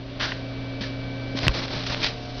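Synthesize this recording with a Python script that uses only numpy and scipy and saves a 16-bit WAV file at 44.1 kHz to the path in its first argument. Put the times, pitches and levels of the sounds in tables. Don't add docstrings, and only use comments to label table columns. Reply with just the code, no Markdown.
import sys
import numpy as np
from scipy import signal
from scipy.fft import rfft, irfft
from scipy.io import wavfile
from scipy.ndimage import uniform_filter1d

SR = 44100
rng = np.random.default_rng(int(sys.argv[2]) if len(sys.argv) > 2 else 0)


def master_out(mix):
    frames = np.transpose(np.atleast_2d(mix))
    ceiling = np.clip(frames, -1, 1)
    pcm = np.round(ceiling * 32767).astype(np.int16)
    wavfile.write(sys.argv[1], SR, pcm)


N = 105840
T = np.arange(N) / SR


def undb(db):
    return 10 ** (np.asarray(db) / 20)


def unit(x):
    return x / np.sqrt(np.mean(x ** 2))


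def curve(points):
    return undb(np.interp(T, *np.array(points).T))


def colour(x, points, tilt_db=0):
    octave = np.log2(np.maximum(np.fft.rfftfreq(N, 1 / SR), 1))
    hz, db = np.array(points).T
    slope = tilt_db * np.clip(octave, np.log2(hz[0]), np.log2(hz[-1]))
    gain = undb(np.interp(octave, np.log2(hz), db) + slope)
    return unit(irfft(rfft(x) * gain, N))


def lowpass(x, hz, order):
    return signal.sosfilt(signal.butter(order, hz, fs=SR, output="sos"), x)


def cut_above(x, hz):
    return signal.sosfilt(signal.ellip(8, .2, 75, hz, fs=SR, output="sos"), x)


def drift(per_s):
    k = int(SR / per_s)
    steps = np.repeat(rng.standard_normal(N // k + 2), k)
    return unit(uniform_filter1d(uniform_filter1d(steps, k), k)[:N])


def grains(per_s, spread_db):
    slips = (rng.random(N) < per_s / SR) * rng.choice([-1, 1], N)
    return slips * undb(np.minimum(spread_db * rng.exponential(size=N), 13.5))


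def fade(start, t60):
    return np.exp(-np.log(1000) * np.maximum(T - start, 0) / t60)


def stroke(at, rise, hold, t60, db):
    return undb(db) * np.clip((T - at) / rise, 0, 1) * fade(at + rise + hold, t60)


def ring(at, hz, t60, rise_s):
    return np.sin(2 * np.pi * hz * (T - at)) * np.clip((T - at) / rise_s, 0, 1) * fade(at, t60)


def tone(hz, db, waver_db):
    level = np.sqrt(2) * undb(db + waver_db * drift(4))
    return level * np.sin(2 * np.pi * (np.cumsum(hz) / SR + rng.random()))


def garage_echo(x):
    tail = rng.standard_normal(N) * fade(0, t60=0.35) * (T > .008)
    return undb(-17) * signal.fftconvolve(x, tail / np.linalg.norm(tail))[:N]


# f/Hz, relative level/dB
FAN_COLOUR = [(15, -6), (35, 5), (75, 0.5), (150, -6), (300, -3.5), (450, -9), (620, -4.5), (850, -14),
              (2000, -17.5), (3200, -16), (4400, -17), (5200, -24), (6000, -29), (7000, -52)]
# t/s, relative level/dB
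FAN_LEVEL = [(0, -5), (.2, -1.5), (.6, -1.5), (1.3, -0.5), (2.0, -3), (2.4, -1)]

def fan():
    return colour(rng.standard_normal(N), FAN_COLOUR) * undb(-36.5) * curve(FAN_LEVEL)


# f/Hz, level/dB
WHINE_TONES = [(1540, -53.5), (2309, -47)]
# t/s, level/dB
WHINE_LEVEL = [(0, -13.5), (.5, -6), (.85, -3), (1.1, 0.5), (1.35, -1), (1.55, -5), (2.4, -9)]

def motor_whine():
    speed = 1 + 0.00201 * drift(40)
    return sum(tone(hz * speed, db, waver_db=1.7) for hz, db in WHINE_TONES) * curve(WHINE_LEVEL)


# f/Hz, level/dB, change once the camera is down/dB
HUM_TONES = [(120.2, -34.5, 1), (178.5, -51, 5.5), (239.7, -52.5, 7.5), (269.4, -37, -1.5),
             (387.4, -50, -4), (450, -51.5, 3), (481.7, -57.5, 2.5), (508.7, -55.5, -6), (536, -47.5, -7.5),
             (568, -54, -1), (599, -51, 9), (620.5, -57, -3), (655.4, -49.5, -6.5), (718.4, -58.5, 12)]
# t/s, level/dB
HUM_LEVEL = [(0, -5.5), (.2, -3), (.45, -1.5), (.85, 0), (1.35, 0.5), (1.75, -2), (2.0, -2.5), (2.15, -5),
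             (2.4, -5)]

def motor_hum():
    speed = 1 + 0.001 * drift(4.85)
    lowered = np.interp(T, (1.66, 1.93), [0, 1])
    hum = sum(tone(hz * speed, db + change * lowered, waver_db=0.13 if hz < 300 else 2.5)
              for hz, db, change in HUM_TONES)
    return hum * curve(HUM_LEVEL)


# t/s, rise/s, hold/s, fade/s, level/dB, treble tilt/(dB per octave), rasp f/Hz
SCUFFS = [(0.193, 0.015, 0.031, 0.37, -24.5, 0.34, 1600), (0.8078, 0.0015, 0.0076, 0.3, -30.5, 2, 1710),
          (2.02, 0.02, .026, 0.14, -23, 2.5, 2360)]
# f/Hz, relative level/dB
SCUFF_COLOUR = [(100, -0.5), (300, -2), (700, -0.5), (1250, 0), (1600, 3.5), (2800, 0.5), (3600, 3),
                (4800, 0.5), (5700, -6), (6300, -12.5), (7000, -39.5)]

def shoes():
    rasp_width_hz, rasp_db, flutter_db = 140, -9, 1.5
    out = np.zeros(N)
    for *shape, tilt, hz in SCUFFS:
        grit = colour(grains(per_s=7000, spread_db=0.5), SCUFF_COLOUR, tilt)
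        resonance = signal.iirpeak(hz, hz / rasp_width_hz, fs=SR)
        rasp = unit(signal.lfilter(*resonance, grains(per_s=7000, spread_db=0.5)))
        out += stroke(*shape) * (grit + undb(rasp_db) * rasp)
    return out * undb(flutter_db * drift(220))


# t/s, rise/s, hold/s, fade/s, level/dB, treble tilt/(dB per octave)
RUSTLES = [(1.345, .035, .01, 0.41, -33.5, 2.5), (1.409, 0.027, 0.041, 0.29, -27, -1),
           (1.528, 0.016, 0.055, 0.89, -29.5, 0.5), (1.706, 0.03, 0.047, 1, -32, 1),
           (1.855, .012, 0.0053, 0.17, -29, 3.5), (1.894, 0.0092, 0.014, 0.3, -27, 1),
           (1.969, 0.037, .03, 0.57, -32.5, 0), (2.085, 0.038, 0.16, 0.71, -47, 6),
           (2.349, 0.038, .02, .2, -38.5, 3.5)]
# f/Hz, relative level/dB
CLOTH_COLOUR = [(100, 6), (350, 2.5), (700, -1.5), (1200, -2.5), (2500, -5), (4300, -2.5), (5400, -7.5),
                (6200, -15.5), (7000, -44.5)]

def clothing():
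    flutter_db = 1.9
    cloth = sum(stroke(*shape) * colour(grains(per_s=6000, spread_db=2.5), CLOTH_COLOUR, tilt)
                for *shape, tilt in RUSTLES)
    return cloth * undb(flutter_db * drift(90))


# t/s, snap level/dB, tail level/dB, treble limit f/Hz, tail fade/s
TICKS = [(.319, -21.5, -22.5, 2900, 0.042), (1.3886, -21, -20, 4940, 0.02),
         (1.4313, -16.5, -25.5, 5000, 0.024), (1.4675, -27, -15, 4160, .015),
         (1.493, -26, -25, 2600, 0.018), (1.8686, -21, -26.5, 5500, 0.02),
         (1.9461, -7.5, -37, 3780, 0.0034), (2.0446, -2, -18.5, 4700, 0.0052)]

def ticks():
    out = np.zeros(N)
    for at, snap_db, tail_db, hz, t60 in TICKS:
        snap = lowpass(signal.unit_impulse(N, int(at * SR)), hz, order=4)
        tail = unit(lowpass(rng.standard_normal(N), hz, order=4)) * (T >= at) * fade(at, t60)
        out += undb(tail_db) * tail - undb(snap_db) * snap / snap.max()
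    return out - lowpass(out, 450, order=1)


# t/s, f/Hz, level/dB, fade/s
THUMPS = [(0.8094, 205, -19.5, 0.048), (1.349, 260, -19, .05), (1.4676, 128, -9.5, 0.086),
          (1.4809, 296, -14.5, 0.016), (1.4905, 48, -9, 0.094), (1.762, 135, -25, 0.087),
          (1.899, 75, -26, 0.085)]

def thumps():
    return sum(undb(db) * ring(at, hz, t60, rise_s=0.29 / hz) for at, hz, db, t60 in THUMPS)


# t/s, level/dB
CLICKS = [(1.4811, 2), (1.483, -16)]
# f/Hz, level added to the click's/dB, fade/s
CASE_TONES = [(1300, -3.5, 0.0014), (1900, -1, 0.0023), (2700, 0, 0.0049), (4970, -6, 0.0032)]

def case_click():
    return sum(undb(db + tone_db) * ring(at, hz, t60, rise_s=0.00021)
               for at, db in CLICKS for hz, tone_db, t60 in CASE_TONES)


def scene():
    steps = shoes()
    background = motor_hum() + motor_whine() + fan()
    return (background + steps + garage_echo(steps) + clothing() + ticks() + thumps() + case_click())[None]


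def record(dry):
    dull = cut_above(lowpass(dry, hz=5920, order=6), hz=6800)
    return cut_above(np.clip(dull, -.7, .7), hz=16000)


dry = scene()
out = record(dry)
master_out(out)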